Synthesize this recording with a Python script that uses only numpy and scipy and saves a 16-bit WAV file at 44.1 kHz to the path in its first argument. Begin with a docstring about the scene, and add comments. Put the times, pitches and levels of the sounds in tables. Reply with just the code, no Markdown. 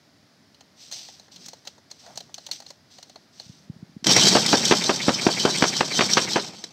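"""Engine compression test

Close to an outboard engine, a gauge hose is fitted with metal clicks, rubs and soft bumps. The starter then turns
the engine over without firing: gear impacts ring the flywheel, clanks thud in the block, the crankcase throbs.
Each turn blows out a pressure pulse with jets of turbulent air, and a resonant gasp is drawn back in. Clicks are
noise bursts ringing the coupling, rubs are coloured noise, bumps are low sines; coloured noise is the quiet floor."""
import sys
import numpy as np
from scipy import signal
from scipy.fft import rfft, irfft
from scipy.io import wavfile
from scipy.ndimage import uniform_filter1d

SR = 44100
rng = np.random.default_rng(int(sys.argv[2]) if len(sys.argv) > 2 else 0)


def store_wav(level_fs):
    """Save 16-bit WAV to argv[1]."""
    pcm = np.round(np.clip(np.atleast_2d(level_fs), -1, 1) * 32767)
    wavfile.write(sys.argv[1], SR, pcm.T.astype(np.int16))


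N = 296352

# Radiation of the gear contact: pitch_hz [Hz], density_db [dB per Hz]
GEAR_COLOUR = [(900, -24), (1500, -7), (2000, -12), (2850, -23.5), (3150, -0.5), (4200, -2.5), (4500, 1),
               (5750, 0), (6900, -4.5), (8200, -5.5), (9600, -28.5), (11500, -24.5), (13500, -26),
               (15500, -35)]
# Resonances of flywheel and ring gear: pitch_hz [Hz], width_hz [Hz], level_db [dB]
FLYWHEEL_MODES = [(3097, 87, 3.5), (3346, 260, -6.5), (3630, 48, 4), (3973, 170, 4), (4505, 62, 8.5),
                  (5184, 72, 7), (4960, 6.9, -17), (5070, 25, -6.5), (5600, 130, 6.5), (5810, 66, -4.5),
                  (6120, 14, 10), (8240, 140, -2.5)]
# Resonances of the engine block: pitch_hz [Hz], width_hz [Hz], level_db [dB]
BLOCK_MODES = [(320, 91, 5.5), (830, 850, -3.5), (1400, 980, -2.5), (2060, 350, 1)]


def starter(gear_db, teeth_per_s=450, spread_db=-0.5, flutter_db=1.74, friction=1.0, slack_db=5.5, relief_db=3.5):
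    """Forced vibration: uneven tooth impacts and friction ring the flywheel, with less force as the load eases."""
    impacts = rng.random(N) < teeth_per_s / SR
    strength = from_db(spread_db * np.clip(rng.standard_normal(N), -1, 1))
    teeth = impacts * strength * rng.choice([-1, 1], N)
    mesh = rms_one(rms_one(teeth) + friction * rng.standard_normal(N))

    slack = slack_db * once_a_turn(phase=0.555, width=0.13)      # the mesh goes slack in mid-turn
    relief = relief_db * once_a_turn(phase=0.14, width=0.088)    # the load eases after each chug
    mesh_db = gear_db + flutter_db * drift(110) - (slack + relief)

    rows = clanks()
    hits = strikes([(s, ring_db, t60) for s, ring_db, t60, thud_db in rows], rise_s=0.0015)
    thuds = strikes([(s, thud_db, t60) for s, ring_db, t60, thud_db in rows], rise_s=0.00085)
    force = mesh * from_db(mesh_db) + from_db(-5.0) * hits
    flywheel = ring(force, FLYWHEEL_MODES, variety_db=6.5, changes_per_s=45)
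    contact = from_db(-2.0) * coloured(force, GEAR_COLOUR)
    return contact + from_db(-8.0) * flywheel + resonate(thuds, BLOCK_MODES)


# Solenoid and pinion clanks as the starter engages and lets go:
# start_s [s], ring_db [dB], ring_t60_s [s], thud_db [dB]
ENGAGEMENTS = [(4.042, -13.5, 0.041, -27.5), (4.067, -1.5, 0.03, -10), (4.11, -12, 0.043, -27),
               (4.163, -1.5, 0.033, -5.5), (4.267, -3, 0.04, -9.5), (4.283, -3.5, 0.055, -42),
               (4.325, -12, .035, -14.5), (6.639, -16, 0.026, -27)]
BACKLASH_PHASE, BACKLASH_LATER = 0.62, 0.0574   # share of a turn; its shift as the cylinder fills
BACKLASH_T60_S, BACKLASH_THUD_DB = 0.03, -32    # ring time; thud in the block, relative to the clank


def clanks():
    """Impact excitation: the starter's own clanks, and the teeth meeting again across their backlash once a turn."""
    starts = [row[0] for row in TURNS] + [STOP_S]
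    rows = list(ENGAGEMENTS)
    for k, (s, *_, clank_db) in enumerate(TURNS):
        phase = BACKLASH_PHASE + BACKLASH_LATER * np.sqrt(k)
        meeting_s = s + phase * (starts[k + 1] - s)
        rows.append((meeting_s, clank_db, BACKLASH_T60_S, clank_db + BACKLASH_THUD_DB))
    return rows


# One chug a turn: start_s [s], thump_db [dB], air_db [dB], rasp_db [dB], length_s [s],
# second_spurt_delay_s [s], second_spurt_db [dB relative to the first], backlash_clank_db [dB]
TURNS = [(4.351, -10.5, -12.5, -19, 0.014, .015, -6.5, -2.5),
         (4.529, -11.5, -12.5, -23, 0.012, 0.0093, -4, -2.5),
         (4.710, -8.5, -14, -17.5, 0.0095, 0.011, -0.5, -8),
         (4.893, -16, -14, -19, 0.0041, 0.0045, 0.5, -14), (5.081, -6, -16.5, -24, 0.0088, 0.0098, -1, -13),
         (5.266, -6, -10, -20.5, .007, 0.021, -10, -15), (5.450, -8.5, -14.5, -22, .014, .025, -10, -13),
         (5.623, -8.5, -13.5, -16.5, 0.0072, 0.016, -4.5, -11),
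         (5.807, -15.5, -12.5, -17, 0.0067, 0.0225, -18.5, -30),
         (5.990, -13.5, -19, -20, 0.012, 0.018, 0, -5), (6.170, -12.5, -20, -16, 0.014, 0.01, -9, -14),
         (6.358, -20, -17.5, -21.5, 0.019, 0.023, -12.5, -42)]
# Body of the air blast: pitch_hz [Hz], density_db [dB per Hz]
BLAST_COLOUR = [(30, -71), (90, -37), (180, -1.5), (350, 8), (700, 4.5), (1100, -5), (1700, -4),
                (3000, -62)]
# Rasp of the air blast: pitch_hz [Hz], density_db [dB per Hz]
RASP_COLOUR = [(400, -17.5), (1000, 8.5), (1700, 1.5), (2700, 1), (4000, -6), (6000, -9), (9000, -46),
               (15000, -54)]
SPURT_THUMP_DB = -8.5                           # the later spurts have less pressure behind them
LAST_SPURT_S, LAST_SPURT_DB = 0.0135, -10.5     # last sputter: delay and level relative to the second spurt


def chugs(rise_s=0.00047, tail_s=0.017, tail_share=0.27, thump_hz=230, swell_s=0.0021, rasp_s=0.025, ragged_db=2.5):
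    """Pulsed jet noise: a port opens with a pressure pulse and a short, ragged jet of air; two more spurts follow."""
    t = np.arange(SR // 8) / SR
    pulse = (t / swell_s * np.exp(1 - t / swell_s)) ** 2 * np.sin(2 * np.pi * thump_hz * (t - swell_s))
    thump, body, rasp = np.zeros((3, N))
    for s, thump_db, air_db, rasp_db, length_s, delay_s, spurt_db, _ in TURNS:
        decay = np.exp(-(t / length_s) ** 2) + tail_share * np.exp(-t / tail_s)
        jet = (1 - np.exp(-t / rise_s)) * decay
        second_s = s + delay_s
        spurts = [(s, 0, 0), (second_s, spurt_db, SPURT_THUMP_DB),
                  (second_s + LAST_SPURT_S, spurt_db + LAST_SPURT_DB, SPURT_THUMP_DB)]
        for at, db, pressure_db in spurts:
            add(thump, at, from_db(thump_db + db + pressure_db) * pulse)
            add(body, at, from_db(air_db + db - 1.0) * jet)
            add(rasp, at, from_db(rasp_db + db + 3) * jet * np.exp(-t / rasp_s))
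    air = body * turbulence(BLAST_COLOUR, even_s=0.0103)
    ragged = rasp * from_db(ragged_db * drift(900))
    return thump + air + ragged * turbulence(RASP_COLOUR, even_s=0.0036)


# Resonances of the indrawn air: pitch_hz [Hz], width_hz [Hz], level_db [dB]
GASP_MODES = [(2250, 290, 3.5), (930, 1300, -14.5)]
GASP_DB, GASP_FOLLOWS = -29, 0.22   # level at mean effort; share of the starter's swing in level


def gasps(gear_db):
    """Resonant flow noise: over half a turn after each chug, air whistles hoarsely back into the cylinder."""
    t = np.arange(N) / SR
    driven = (t > START_S) & (t < TURNS[-1][0])
    effort_db = gear_db - gear_db[driven].mean()
    flow = driven * from_db(GASP_DB + GASP_FOLLOWS * effort_db) * once_a_turn(phase=0.604, width=0.07)
    return resonate(flow * rng.standard_normal(N), GASP_MODES)


# Colour of the crankcase rumble: pitch_hz [Hz], density_db [dB per Hz]
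RUMBLE_COLOUR = [(29, -70), (50, -70), (107, -4), (199, 5.5), (256, -2.5), (377, -2.5), (486, -7),
                 (704, -9), (792, -6), (906, -8), (985, -10.5), (1330, -15), (1660, -21.5), (2330, -12),
                 (2800, -13), (3640, -58), (6160, -120)]


def crankcase(rumble_db, flutter_db=0.5, throb_db=3.5, stroke_phase=0.11, count=6):
    """Amplitude modulation: the crankcase rumble throbs six times a turn as the pistons pump."""
    throb = np.cos(2 * np.pi * count * (crank_angle() - stroke_phase))
    level_db = rumble_db + 3 + throb_db * throb + flutter_db * drift(99)
    return from_db(level_db) * turbulence(RUMBLE_COLOUR, even_s=0.018)


START_S, START_TURN = 4.06, 0.344   # when cranking begins; where the crankshaft stands then, in turns
STOP_S = 6.66                       # when the crankshaft comes to rest


def crank_angle():
    """Rotation kinematics: turns made so far at every sample, a whole number at each chug."""
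    times = [START_S] + [row[0] for row in TURNS] + [STOP_S]
    return np.interp(np.arange(N) / SR, times, [START_TURN, *range(1, len(TURNS) + 2)])


def once_a_turn(phase, width):
    """Periodic modulation: a smooth bump at the same place in every turn, both given as shares of a turn."""
    return np.exp(-((crank_angle() % 1 - phase) / width) ** 2)


# Hose coupling and gauge touching the engine: start_s [s], bright_tick_db [dB], dull_knock_db [dB]
CLICKS = [(0.5443, -42.5, -66), (0.6071, -36.5, -51), (0.913, -23.5, -71), (0.923, -24.5, -52),
          (0.9344, -37, -60), (1.0848, -36, -46), (1.1958, -34.5, -53), (1.2804, -48, -48.5),
          (1.36, -32, -65), (1.4602, -24.5, -66), (1.4832, -23.5, -47.5), (1.5318, -30.5, -41.5),
          (1.651, -36, -48), (1.6722, -21.5, -37.5), (1.7796, -46.5, -49.5), (1.912, -27, -47),
          (2.063, -37, -43), (2.1567, -32, -50), (2.174, -20, -40), (2.204, -28.5, -42), (2.2935, -55, -49),
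          (2.3417, -23, -52), (2.38, -30, -38.5), (2.4647, -23, -47), (2.4875, -38, -42),
          (2.5125, -15.5, -49), (2.601, -31, -45), (2.6214, -38, -47), (2.6628, -37, -52),
          (2.7033, -29.5, -41), (2.984, -35, -47), (3.0272, -29.5, -48), (3.0954, -36, -52),
          (3.1567, -36.5, -40.5), (3.398, -31, -46)]
# Resonances of the coupling: pitch_hz [Hz], width_hz [Hz], level_db [dB]
COUPLING_MODES = [(2760, 43, -27.5), (2980, 930, 5), (4170, 330, 12.5), (4770, 230, -24), (6130, 79, -3.5),
                  (6400, 240, -12), (7600, 100, -28)]
# The contact's own snap: pitch_hz [Hz], density_db [dB per Hz]
TICK_COLOUR = [(520, -12.5), (1450, -6.5), (2400, -9.5), (4100, -2), (6200, 9), (8400, -4.5),
               (10200, -17.5), (15200, -17)]
# The gauge body's knock: pitch_hz [Hz], density_db [dB per Hz]
KNOCK_COLOUR = [(100, -24), (350, -12), (600, 0.5), (800, 1), (1200, -17), (2000, -12.5), (4000, -80)]
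# The hose's rub: pitch_hz [Hz], density_db [dB per Hz]
RUB_COLOUR = [(180, -51), (300, -12.5), (446, -28), (744, -11.5), (1070, -27), (1970, -17.5), (4210, -3),
              (6150, -2.5), (6900, -14), (8280, -13.5), (9930, -36), (13800, -26), (15500, -37)]
TICK_T60_S, KNOCK_T60_S = 0.032, 0.039   # every touch dies away alike


def fitting(grit_db=2.5):
    """Modal excitation: touches ring the coupling in varying mixes and knock the gauge body; the hose rubs."""
    ticks = strikes([(s, tick_db, TICK_T60_S) for s, tick_db, knock_db in CLICKS], rise_s=0.001)
    ticks = ticks * from_db(grit_db * drift(2100))
    ringing = from_db(-7.5) * ring(ticks, COUPLING_MODES, variety_db=4.0, changes_per_s=25)
    snap = from_db(-6.5) * coloured(ticks, TICK_COLOUR)

    blows = strikes([(s, knock_db, KNOCK_T60_S) for s, tick_db, knock_db in CLICKS], rise_s=0.001)
    knocks = from_db(4.5) * coloured(blows, KNOCK_COLOUR)

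    stick_slip_db = 0.66 * drift(120) + 2.0 * drift(650)
    rub = sliding() * from_db(stick_slip_db - 0.5) * coloured(rng.standard_normal(N), RUB_COLOUR)
    return ringing + snap + knocks + rub + shuffles()


# Strokes of the hose sliding through the hand: start_s [s], level_db [dB], swell_s [s], fade_t60_s [s]
SLIDES = [(.755, -47, 0.07, 1.2), (.915, -37, .015, 0.87), (1.31, -48.5, 0.016, .5),
          (1.38, -47.5, 0.069, 0.62), (1.65, -53, 0.021, 0.42), (1.898, -52.5, 0.0078, 0.55),
          (1.98, -50, 0.026, 1.1), (2.15, -50.5, 0.024, 0.47), (2.34, -51.5, 0.019, 1.5),
          (2.513, -34.5, .01, 0.25), (2.65, -49, 0.041, 0.22), (2.9, -52, 0.017, 1.1), (3.31, -50, 0.1, 1)]
STROKE_S, STROKE_END_S = 0.38, 0.037   # the longest that a stroke lasts; how quickly the hand stops


def sliding(waver_db=0.9):
    """Sliding friction: each stroke swells evenly, then dies away, while the pressure of the hand wavers."""
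    t, power = np.arange(N) / SR, np.zeros(N)
    for s, db, swell_s, t60 in SLIDES:
        swell = np.clip((t - s) / swell_s, 0, 1)
        fade_db = -60 * np.maximum(t - s - swell_s, 0) / t60
        moving = np.clip((s + STROKE_S - t) / STROKE_END_S, 0, 1)
        power += (swell * moving * from_db(db + fade_db)) ** 2
    return np.sqrt(power) * from_db(waver_db * drift(25.23))


# The hand shifting its grip: centre_s [s], level_db [dB], half_length_s [s], pitch_hz [Hz]
SHUFFLES = [(1.41, -53, 0.091, 185), (1.676, -41, 0.0077, 590), (2.099, -50, 0.06, 704),
            (2.2, -57.5, 0.14, 158), (3.58, -60, 0.063, 168), (3.783, -56.5, 0.17, 173)]


def shuffles(width_share=0.23):
    """Band-limited friction noise: skin and rubber drag against each other in short, dull swells."""
    t, out = np.arange(N) / SR, np.zeros(N)
    for s, db, half_s, hz in SHUFFLES:
        swell = from_db(db) * np.exp(-((t - s) / half_s) ** 2)
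        out += resonate(swell * rng.standard_normal(N), [(hz, width_share * hz, 0)])
    return out


# Soft handling bumps: start_s [s], level_db [dB], pitch_hz [Hz]
BUMPS = [(3.461, -40, 125), (3.495, -31, 144), (3.697, -23.5, 154), (3.761, -36, 162), (3.826, -27.5, 170),
         (3.893, -42, 178), (3.964, -28, 200), (4.025, -35, 207)]


def bumps(swell_s=0.0033):
    """Heavily damped oscillation: a soft contact swells and dies within two or three low cycles."""
    t, out = np.arange(SR // 16) / SR, np.zeros(N)
    for s, db, hz in BUMPS:
        shape = (t / swell_s * np.exp(1 - t / swell_s)) ** 2
        add(out, s, from_db(db) * shape * np.sin(2 * np.pi * hz * t))
    return out


def workshop(x, t60=0.087, delay_s=0.008):
    """Reverberation: exponentially decaying noise stands for a faint, short wash of reflections."""
    t = np.arange(SR // 2) / SR
    tail = rng.standard_normal(len(t)) * from_db(-60 * t / t60) * (t > delay_s)
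    return x + from_db(-19) * signal.oaconvolve(x, tail / np.linalg.norm(tail))[:N]


# Colour of the quiet workshop: pitch_hz [Hz], density_db [dB per Hz]
SHOP_COLOUR = [(18, -61), (30, -66), (77, -2.5), (284, -3.5), (350, -10.5), (379, -8.5), (505, -13.5),
               (622, -9.5), (897, -15.5), (1170, -16.5), (1910, -15.5), (2690, -21.5), (5040, -14.5),
               (8060, -31), (15500, -38.5)]


def shop_floor(level_db=-58.5):
    """Stationary background noise: white noise takes the colour of the quiet workshop."""
    return from_db(level_db) * coloured(rng.standard_normal(N), SHOP_COLOUR)


def from_db(db):
    """Logarithmic level: decibels to amplitude gain."""
    return 10 ** (np.asarray(db) / 20)


def rms_one(x):
    """Power normalisation: scale to unit mean square."""
    return x / np.sqrt(np.mean(x ** 2) + 1e-20)


def in_time(rows):
    """Linear interpolation: curve columns at every sample."""
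    s, *columns = np.transpose(rows)
    return [np.interp(np.arange(N) / SR, s, column) for column in columns]


def add(track, s, sound):
    """Superposition: mix a sound in at a time in seconds."""
    at = round(s * SR)
    track[at:at + len(sound)] += sound[:N - at]


def drift(rate):
    """Slow random modulation: straight lines join random knots, `rate` of them a second, of spread near 1."""
    steps = np.arange(N) / SR * rate
    knots = rng.standard_normal(N // 16)
    return np.interp(steps, np.arange(len(knots)), knots)


def coloured(x, spectrum, size=4096):
    """Minimum-phase filtering: a causal filter of the given spectrum; white noise keeps its power."""
    hz, db = np.transpose(spectrum)
    grid = np.log(np.maximum(np.fft.rfftfreq(size, 1 / SR), 1))
    cepstrum = irfft(np.log(from_db(np.interp(grid, np.log(hz), db))))
    # folding the cepstrum onto positive times makes the filter causal
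    cepstrum[1:size // 2] *= 2
    cepstrum[size // 2 + 1:] = 0
    response = irfft(np.exp(rfft(cepstrum)))
    return signal.oaconvolve(x, response / np.linalg.norm(response))[:N]


def resonate(x, modes):
    """Modal superposition: parallel resonances of alternating sign; white noise keeps about its power."""
    out, power = 0, 0
    for k, (hz, width, db) in enumerate(modes):
        r = np.exp(-np.pi * width / SR)   # pole radius
        b = (1 - r * r) / 2 * from_db(db)
        poles = [1, -2 * r * np.cos(2 * np.pi * hz / SR), r * r]
        out = out + (-1) ** k * signal.lfilter([b, 0, -b], poles, x + 1e-18)
        power += b * from_db(db)
    return out / np.sqrt(power)


def ring(x, modes, variety_db, changes_per_s, low_hz=2700, top_hz=8000):
    """Position-dependent modal coupling: mode strengths wander as the contact moves; a band limits radiation."""
    weights = [from_db(db) * np.sqrt(width) for hz, width, db in modes]
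    out = 0
    for weight, (hz, width, db) in zip(weights, modes):
        wander = from_db(variety_db * drift(changes_per_s))
        out = out + weight * wander * resonate(x, [(hz, width, 0)])
    band = signal.butter(5, [low_hz, top_hz], "band", fs=SR, output="sos")
    return signal.sosfilt(band, out) / np.linalg.norm(weights)


def strikes(rows, rise_s):
    """Chattering contact: noise bursts, rows of (start_s, level_db, t60_s), rise fast and decay exponentially."""
    t, force = np.arange(SR // 4) / SR, np.zeros(N)
    for s, db, t60 in rows:
        add(force, s, from_db(db - 60 * t / max(t60, 0.004)) * (1 - np.exp(-t / rise_s)))
    return force * rng.choice([-1, 1], N)


def turbulence(spectrum, even_s):
    """Turbulent flow: coloured noise whose power is steadied over a short span."""
    x = coloured(rng.standard_normal(N), spectrum)
    span = max(int(even_s * SR), 8)
    return x / np.sqrt(uniform_filter1d(x * x, span) + 1e-9)


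# The starter's effort, a surge as it takes up the load, uneven work, then the run-down:
# time_s [s], gear_rattle_db [dB], crankcase_rumble_db [dB]
EFFORT = [(4.06, -25, -24.5), (4.12, -13.5, -26.5), (4.29, -17.5, -26.5), (4.42, -21.5, -32.5),
          (4.78, -24, -34.5), (4.97, -29.5, -39), (5.25, -26.5, -37.5), (5.6, -25.5, -36),
          (5.88, -30.5, -41), (6.05, -25, -35.5), (6.38, -30.5, -39.5), (6.58, -45.5, -52.5),
          (6.72, -54, -57)]


def scene():
    """Superposition of sources: fitting the hose, then cranking, over the quiet of the workshop."""
    gear_db, rumble_db = in_time(EFFORT)
    switch_db = np.where(np.arange(N) / SR < START_S, -120, 0)
    drive = starter(gear_db + switch_db) + crankcase(rumble_db + switch_db)
    engine = drive + chugs() + gasps(gear_db)
    return (workshop(fitting() + engine) + bumps() + shop_floor())[None]


def record(dry, low_cut_hz=85, top=0.75, cutoff_hz=15700):
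    """Band limiting and soft saturation: the microphone sheds deep bass, loud peaks round off, the top is cut."""
    high_pass = signal.butter(3, low_cut_hz, "high", fs=SR, output="sos")
    thin = signal.sosfilt(high_pass, dry)
    rounded = thin / (1 + (thin / top) ** 6) ** (1 / 6)
    low_pass = signal.ellip(10, 0.1, 80, cutoff_hz, fs=SR, output="sos")
    return signal.sosfilt(low_pass, rounded)


dry = scene()
out = record(dry)
store_wav(out)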